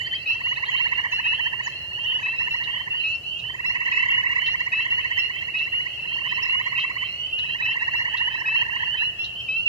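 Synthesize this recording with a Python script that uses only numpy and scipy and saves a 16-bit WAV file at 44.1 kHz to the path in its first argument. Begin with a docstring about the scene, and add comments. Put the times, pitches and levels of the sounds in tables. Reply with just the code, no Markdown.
"""Small frogs whistle short rising peeps all over an open marsh at dusk: harmonic tones, the second strongest.
Tree frogs to the right call in slowing, overlapping trills of upward-scooping pulses. Birds whistle, chirp
and warble in gliding tones, and give chips of a falling tone with band noise. Distant traffic hum and
leafy hiss are shaped noise, with faint wandering tones; the tree line adds diffuse echoes to the calls."""
import sys
import numpy as np
from scipy import signal
from scipy.fft import rfft, irfft, next_fast_len
from scipy.io import wavfile
from scipy.ndimage import map_coordinates

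SR = 44100
rng = np.random.default_rng(int(sys.argv[2]) if len(sys.argv) > 2 else 0)


def materialize(psi):
    """Save the field psi as 16-bit PCM at rate SR to the path in sys.argv[1].

    A 1-D psi becomes a single channel; in a 2-D psi each row is a channel.
    """
    bounded = np.clip(np.atleast_2d(psi).T, -1, 1)
    quanta = np.round(bounded * 32767).astype(np.int16)
    wavfile.write(sys.argv[1], SR, quanta)


N = 426888


def amp(db):
    """Amplitude ratio: 20 dB is a factor of ten."""
    return 10 ** (np.asarray(db) / 20)


def along(points, hz):
    """Interpolation of (frequency, value) points on a logarithmic frequency axis."""
    f, v = np.transpose(points)
    return np.interp(np.log(hz + 1), np.log(f + 1), v)


def filtered(x, response):
    """Linear filtering: the spectrum is multiplied by a response of frequency."""
    m = next_fast_len(N + SR // 4)
    hz = np.fft.rfftfreq(m, 1 / SR)
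    return irfft(rfft(x, m) * response(hz), m)[..., :N]


def blank(spare_s=2):
    """Stereo silence with one second before the scene and room after it."""
    return np.zeros((2, N + spare_s * SR))


def add(track, s, sound, pan_db, lag_per_db):
    """Interaural cues: the farther microphone hears it softer and later (pan_db above 0 is left)."""
    for ear, side in enumerate((1, -1)):
        at = SR + round((s - side * pan_db * lag_per_db / 2) * SR)
        track[ear, at:at + len(sound)] += amp(side * pan_db / 2) * sound


def voice(hz, partials):
    """Harmonic synthesis: partials (multiple, dB) ride on one pitch curve from a chance phase."""
    phase = 2 * np.pi * (np.cumsum(hz) / SR + rng.random())
    return sum(amp(db) * np.sin(k * phase) for k, db in partials)


def flutters(t):
    """Two smooth random modulations, read at times t in steps of their random points."""
    return map_coordinates(rng.standard_normal((2, 16)), np.broadcast_arrays([[0], [1]], t))


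def peep(length, hz, rise_hz, fade_db, third_db, fourth_db, bend=0.269):
    """Frequency-modulated harmonics: abrupt onset, flattening rise, unsteady throat, strong second harmonic."""
    t = np.arange(round(length * SR)) / SR
    u = t / length
    edges = np.clip(np.minimum(t / 0.008, (length - t) / 0.016), 0, 1)
    shape = edges * amp(fade_db * u)
    waver, upper = flutters(t * 60)
    partials = [(1, -31), (2, 5.5), (3, third_db + 2.35 * upper), (4, fourth_db - 6.4 * upper)]
    second_hz = hz + rise_hz * (u + bend * (u - u * u))
    return shape * amp(1.36 * waver) * voice(second_hz / 2, partials)


def peepers():
    """Level and arrival-time differences place each nearer frog on its own side."""
    # the nearer peeps: start_s, frog, level_db
    calls = [(-.01, "high", -35), (0.106, "thin", -31.5), (0.148, "reedy", -38.5), (0.257, "deep", -26.5),
             (0.269, "bright", -26), (0.434, "steady", -27), (0.65, "left", -38.5), (.712, "plain", -27.5),
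             (0.796, "plain", -25.5), (.705, "high", -33.5), (0.883, "far", -36.5), (0.942, "short", -32.5),
             (1.116, "bright", -25), (1.239, "deep", -27.5), (1.244, "steady", -25.5), (1.334, "left", -39),
             (1.394, "high", -34.5), (1.401, "plain", -27.5), (1.524, "short", -32.5),
             (1.718, "shrill", -45), (1.809, "long", -35.5), (1.927, "plain", -35), (1.985, "left", -44),
             (1.989, "short", -34), (2.041, "high", -32.5), (2.065, "steady", -27), (2.226, "deep", -27.5),
             (2.357, "reedy", -37), (2.38, "plain", -27.5), (2.504, "bright", -25.5), (2.578, "plain", -31),
             (2.668, "short", -32), (2.702, "left", -41), (2.741, "high", -35), (2.901, "steady", -28),
             (2.993, "long", -31.5), (3.036, "deep", -26.5), (3.229, "shrill", -46),
             (3.256, "middle", -32.5), (3.314, "left", -43.5), (3.322, "short", -35), (3.433, "high", -33),
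             (3.65, "bright", -25), (3.918, "deep", -26), (3.957, "middle", -32), (4.057, "left", -44.5),
             (4.097, "steady", -24.5), (4.259, "short", -33), (4.368, "short", -43.5), (4.392, "high", -33),
             (4.455, "bright", -26), (4.582, "bright", -32.5), (4.717, "deep", -25.5), (4.798, "left", -41),
             (4.901, "steady", -25.5), (5.026, "shrill", -51), (5.112, "high", -34), (5.182, "bright", -24),
             (5.329, "far", -36.5), (5.335, "thin", -38.5), (5.396, "plain", -36), (5.538, "deep", -27),
             (5.565, "short", -34), (5.718, "steady", -26), (5.802, "long", -39), (5.892, "left", -47),
             (6.06, "long", -42), (6.07, "far", -35.5), (6.082, "thin", -41), (6.11, "plain", -37),
             (6.202, "short", -33.5), (6.231, "high", -34), (6.288, "reedy", -33), (6.342, "middle", -36),
             (6.419, "bright", -27.5), (6.438, "reedy", -37), (6.492, "steady", -25), (6.613, "left", -45),
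             (6.636, "shrill", -44.5), (6.721, "bright", -39.5), (6.749, "short", -30),
             (6.759, "deep", -28.5), (6.774, "thin", -34.5), (6.899, "shrill", -48), (6.976, "high", -33.5),
             (7.043, "long", -34), (7.191, "middle", -33), (7.324, "steady", -26), (7.398, "left", -47),
             (7.457, "reedy", -35), (7.484, "thin", -38), (7.492, "short", -33), (7.581, "reedy", -36.5),
             (7.616, "deep", -26.5), (7.649, "high", -34.5), (7.781, "short", -37), (7.911, "short", -31.5),
             (7.948, "bright", -26), (8.049, "middle", -36), (8.113, "left", -44), (8.177, "steady", -26.5),
             (8.256, "high", -35.5), (8.319, "reedy", -35), (8.454, "deep", -25.5), (8.543, "plain", -22.5),
             (8.557, "thin", -39.5), (8.699, "short", -32.5), (8.781, "left", -43), (8.853, "short", -31.5),
             (8.898, "high", -33), (8.971, "reedy", -31), (8.985, "steady", -26.5), (9.186, "bright", -27),
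             (9.318, "far", -45.5), (9.355, "thin", -36), (9.482, "deep", -26), (9.56, "plain", -28),
             (9.656, "plain", -20)]
    # each frog's call and place: length_s, start_hz and rise_hz of the second harmonic, fade_db,
    # pan_db (left over right), third_db, fourth_db (the mean levels of those harmonics)
    frogs = {"deep": (.14, 2535, 210, -5, .7, -18, -29), "steady": (.124, 2720, 270, -3, -3, -30, -40),
             "high": (.1, 2925, 215, -2, -7.5, -30, -42), "bright": (.097, 2665, 200, -7, -3, -14, -20),
             "short": (.09, 2700, 185, -1, -6.5, -28, -34), "thin": (.072, 3050, 120, 2, .7, -24, -40),
             "left": (.078, 3080, 150, -2, 6, -25, -36), "reedy": (.1, 2545, 210, 0, -6, -12, -23),
             "middle": (.09, 2850, 200, -1, -5.5, -23, -35), "shrill": (.085, 2710, 170, 0, -4, -1, -16),
             "plain": (.092, 2680, 215, -3, -4.5, -22, -35), "far": (.14, 2600, 250, 2, -6, -22, -30),
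             "long": (.17, 2690, 240, -4, -6, -14, -28)}
    track = blank()
    for s, frog, db in calls:
        length, hz, rise_hz, fade_db, pan_db, *overtones = frogs[frog]
        call = peep(length, hz, rise_hz, fade_db, *overtones)
        add(track, s, amp(db) * call, pan_db, lag_per_db=4e-5)
    return track[:, SR:SR + N]


def far_peepers(count=370):
    """A chorus as superposed independent calls, spread evenly with chance offsets; high voices are fainter."""
    track = blank()
    for k, (when, pitch, far, side, bright) in enumerate(rng.random((count, 5))):
        length = .07 + .06 * side
        hz = 2540 + 480 * pitch ** 1.3
        third_db = -30 + 20 * bright
        fourth_db = -33 + 12 * bright - 12 * pitch
        call = peep(length, hz, 300 - 120 * pitch, 1, third_db, fourth_db)
        start = (k + 8 * when - 8) / count * N / SR
        level = amp(-37.5 - 15 * far - 8 * pitch ** 2)
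        add(track, start, level * call, -9 * side + 2.5, lag_per_db=9e-5)
    return track[:, SR:SR + N]


def trill(track, first, last, pulses, lead, hz, db, low_db, pan_db=-5.5):
    """Pulse train of scoop, slow climb and steep hook; the first few are weak and flat while the sac fills."""
    # overtones of the rasp: harmonic, level_db
    rasp_partials = [(4, -35), (5, -27), (6, -38), (7, -26)]
    u = np.linspace(0, 1, round(pulses))
    v = np.linspace(0, 1, round(.038 * SR))  # through one 38 ms pulse
    stop = np.clip((1 - v) / 0.19, 0, 1)
    glide = .86 + .21 * v - .12 * np.exp(-v / .15) + .2 * v ** 6
    times = first + (last - first) * u - lead * (1 - (2 * u - 1) ** 2)  # the gaps widen
    for k, s in enumerate(times):
        size, tune = rng.standard_normal(2)
        shake, flutter = flutters(14 * v)
        empty = np.exp(-k / 2.1)  # share of the sac still to fill
        sweep = hz * (1 - 0.06 * np.exp(-k / 3) + 0.008 * tune + 0.01 * shake) * glide
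        high = np.sin(np.pi * v ** 1.9) ** 1.7 * amp(1.2 * flutter) * voice(sweep, [(2, 1.5)])
        crest = np.sin(np.pi * v ** 1.09) ** 8.9
        rasp = crest * np.tanh(flutter) * voice(sweep, rasp_partials)
        upper = amp(db - 18 * empty + 1.1 * size) * (high + rasp)
        add(track, s - .008, upper, pan_db, lag_per_db=4.2e-5)
        low = v ** 2.3 * stop * amp(2 * shake) * voice(sweep, [(1, 1.5)])
        low *= amp(db + low_db - 9 * empty + 1.4 * size)
        # the fundamental bends round the microphone body: little shading
        add(track, s - .008, low, -1, lag_per_db=1.6e-4)


def tree_frogs():
    """Superposition of overlapping trills, each a single pulse train."""
    # trills: first_pulse_s, last_pulse_s, pulses, lead_s (of the middle pulse on half time),
    # pitch_hz (nominal fundamental), level_db, fundamental_db (relative to the level)
    trills = [(-0.575, 0.12, 13.0, .012, 957, -23, -20.5), (0.286, 1.029, 14.0, .011, 992, -20, -11),
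              (0.585, 1.657, 17.0, 0.0087, 923.4, -22.5, -8),
              (1.834, 2.753, 14.0, 0.011, 955.5, -25.5, -9.5), (2.021, 2.928, 15.0, .012, 936.5, -27, -8.5),
              (3.433, 4.371, 18.0, 0.026, 991, -19, -13.5), (3.634, 5.163, 26.0, 0.02, 962, -20, -13.5),
              (4.701, 5.85, 20.0, 0.019, 979, -25.5, -16), (5.973, 6.731, 12.0, 0.011, 964, -23.5, -11.5),
              (6.143, 7.012, 16.0, 0.014, 996.3, -22, -7.5), (7.377, 8.04, 13.0, 0.0075, 958, -21.5, -16.5),
              (7.607, 8.815, 19.0, 0.014, 934.4, -21, -8), (8.101, 9.008, 14.0, 0.013, 890.4, -26, -10.5)]
    track = blank(3)
    for row in trills:
        trill(track, *row)
    return track[:, SR:SR + N]


def bird_whistles():
    """Gliding tones with a weak octave; a high power of time holds the pitch before it drops."""
    # sliding whistles: start_s, length_s, start_hz, end_hz, level_db
    slides = [(2.04, .17, 3620, 3400, -52), (9.151, 0.11, 3150, 3540, -49)]
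    # notes that hold and then drop: start_s, length_s, start_hz, end_hz, level_db
    hooks = [(0.0, .045, 7350, 5900, -50), (.475, .06, 6700, 5500, -52), (.682, .045, 6900, 5900, -49),
             (1.106, .04, 6550, 5400, -46), (1.635, .048, 7000, 3700, -37), (2.2, .045, 6700, 5100, -52),
             (2.485, .045, 6900, 5500, -56), (3.075, .055, 6950, 5700, -54), (3.375, .03, 6900, 5700, -55),
             (3.53, .055, 7000, 6600, -55), (3.94, .05, 6950, 5600, -52)]
    track = blank()
    for rows, power in ((slides, 1), (hooks, 3)):
        for s, length, start_hz, end_hz, db in rows:
            u = np.linspace(0, 1, round(length * SR))
            hz = start_hz + (end_hz - start_hz) * u ** power
            note = np.sin(np.pi * u) ** 0.4 * voice(hz, [(1, 0), (2, -24)])
            add(track, s, amp(db) * note, -2, lag_per_db=1e-5)
    return track[:, SR:SR + N]


def bird_chirps():
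    """Frequency sweeps of a pure tone that shoot up and tip back down."""
    # chirps: start_s, start_hz, level_db
    chirps = [(.05, 3800, -37), (.128, 3900, -39), (.208, 3800, -44), (.31, 3750, -48), (.41, 3650, -46),
              (.48, 3500, -46), (.556, 3400, -39), (.652, 3400, -37), (.765, 3350, -39), (.872, 3400, -45)]
    rise_hz, length_s, rising_share = 1050, .038, .66
    track = blank()
    u = np.linspace(0, 1, round(length_s * SR))
    arch = np.interp(u, [0, rising_share, 1], [0, 1, .35])
    for s, hz, db in chirps:
        chirp = np.sin(np.pi * u) * voice(hz + rise_hz * arch, [(1, 0)])
        add(track, s, amp(db) * chirp, -2, lag_per_db=1e-5)
    return track[:, SR:SR + N]


def far_warble(count=90):
    """Rising tone strokes of a far bird, sinking in register over the first second."""
    track = blank()
    u = np.linspace(0, 1, round(.018 * SR))
    for when, pitch in rng.random((count, 2)):
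        hz = 4200 - 400 * when + 600 * (pitch - .5) + 450 * u
        stroke = np.sin(np.pi * u) * voice(hz, [(1, 0)])
        add(track, when, amp(-51 - 3 * when) * stroke, -2, lag_per_db=1e-5)
    return track[:, SR:SR + N]


def bird_chips():
    """Band-limited noise bursts around a fast falling tone; the higher band peaks later."""
    # harsh chips of another bird: time_s, level_db
    chips = [(2.641, -30), (3.3983, -34), (4.467, -28.5), (5.592, -30), (6.803, -28), (7.3923, -29.5),
             (8.1767, -27), (9.248, -26.5)]
    track = blank()
    t = np.arange(round(.07 * SR)) / SR
    for s, db in chips:
        chip = amp(-7) * np.sin(np.pi * np.clip(t / .022, 0, 1)) * voice(4450 - 4e4 * t, [(1, 0)])
        for lo_hz, hi_hz, peak_s, part_db in ((3300, 4300, .005, 0), (4300, 5900, .009, -11)):
            band = signal.butter(3, [lo_hz, hi_hz], "band", fs=SR, output="sos")
            noise = signal.sosfilt(band, rng.standard_normal(len(t)))
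            burst = (t / peak_s) * np.exp(1 - t / peak_s)
            chip = chip + amp(part_db) * noise * burst
        add(track, s - .008, amp(db) * chip, -2, lag_per_db=1e-5)
    return track[:, SR:SR + N]


def rush(spectrum, db):
    """Partial coherence: steady stereo noise, alike on both sides in the bass."""
    # left-right likeness of the background: frequency_hz, correlation
    likeness = [(60, 1), (250, 0.79), (600, 0.52), (1500, 0.01)]

    def mid_side(hz):
        turn = np.arccos(np.clip(along(likeness, hz), 0, 1)) / 2
        return amp(along(spectrum, hz)) * [np.cos(turn), np.sin(turn)]

    mid, side = filtered(rng.standard_normal((2, N)), mid_side)
    pair = np.array([mid + side, mid - side])
    return amp(db) * pair / pair.std()


def traffic():
    """Low-frequency shaped noise: the hum of distant traffic."""
    # spectrum of the hum: frequency_hz, relative density_db (per Hz)
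    hum = [(15, -57), (25, -35), (54, 1), (120, 4), (258, -12.5), (360, -10), (800, -12.5), (1040, -29.5),
           (1760, -120)]
    return rush(hum, db=-49.0)


def leaves():
    """Broadband shaped noise: leaves and hiss."""
    # spectrum of the air: frequency_hz, relative density_db (per Hz)
    air = [(500, -14), (1000, -11), (1400, -14), (2500, -16), (3550, -24), (4300, -18), (7000, -23),
           (9000, -28), (14500, -28.5)]
    return rush(air, db=-54.0)


def drone():
    """Slow frequency modulation: thin tones whose pitch wanders by a few hertz."""
    # faint tones in the hum: mean pitch_hz, level_db
    tones = [(367, -69), (580, -70), (678, -66)]
    steps = np.broadcast_arrays([[0], [1], [2]], np.linspace(0, 60, N))
    wander = map_coordinates(rng.standard_normal((len(tones), 64)), steps)
    return sum(voice(hz + 3 * w, [(1, db)]) for (hz, db), w in zip(tones, wander))


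def tree_line(x, t60, db, size=8192):
    """Diffuse scattering from reeds and trees, different on each side and changing as the air moves."""
    t = np.arange(SR // 2) / SR
    source = np.pad(x, ((0, 0), (size, 2 * size)))
    wet = blank()
    window = signal.get_window("hann", 2 * size)  # overlapping pieces, each with its own echo tail
    for at in range(0, N + size, size):
        tail = rng.standard_normal((2, len(t))) * amp(-60 * t / t60) * np.clip(t / 0.0054, 0, 1)
        piece = source[:, at:at + 2 * size] * window
        echo = signal.fftconvolve(piece, tail / np.linalg.norm(tail[0]), axes=1)
        wet[:, at:at + echo.shape[1]] += echo
    scatter = lambda hz: 1 / (1 + (550 / (hz + 1)) ** 2)  # thin stems scatter little bass
    return x + amp(db) * filtered(wet[:, size:size + N], scatter)


def body_shade(left):
    """Acoustic shadow: the microphone body shades the left side from high calls."""
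    # shading: frequency_hz, gain_db
    shade = [(3300, 0.5), (4200, -4.5), (7000, -32.5)]
    return filtered(left, lambda hz: amp(along(shade, hz)))


def scene():
    """Superposition: calls with their echoes, over the steady background."""
    near_birds = bird_whistles() + bird_chirps() + bird_chips()
    calls = tree_line(peepers() + near_birds, t60=0.23, db=-7)
    calls += tree_line(far_peepers() + far_warble(), t60=.35, db=-.5)
    calls += tree_line(tree_frogs(), t60=1.1, db=-9)
    calls[0] = body_shade(calls[0])
    return calls + traffic() + leaves() + drone()


def record(dry):
    """Band limiting: the microphone loses the deepest bass; nothing is kept above the top frequency."""
    top_hz = 14550
    return filtered(dry, lambda hz: (hz < top_hz) / (1 + (42 / (hz + 1)) ** 4))


dry = scene()
out = record(dry)
materialize(out)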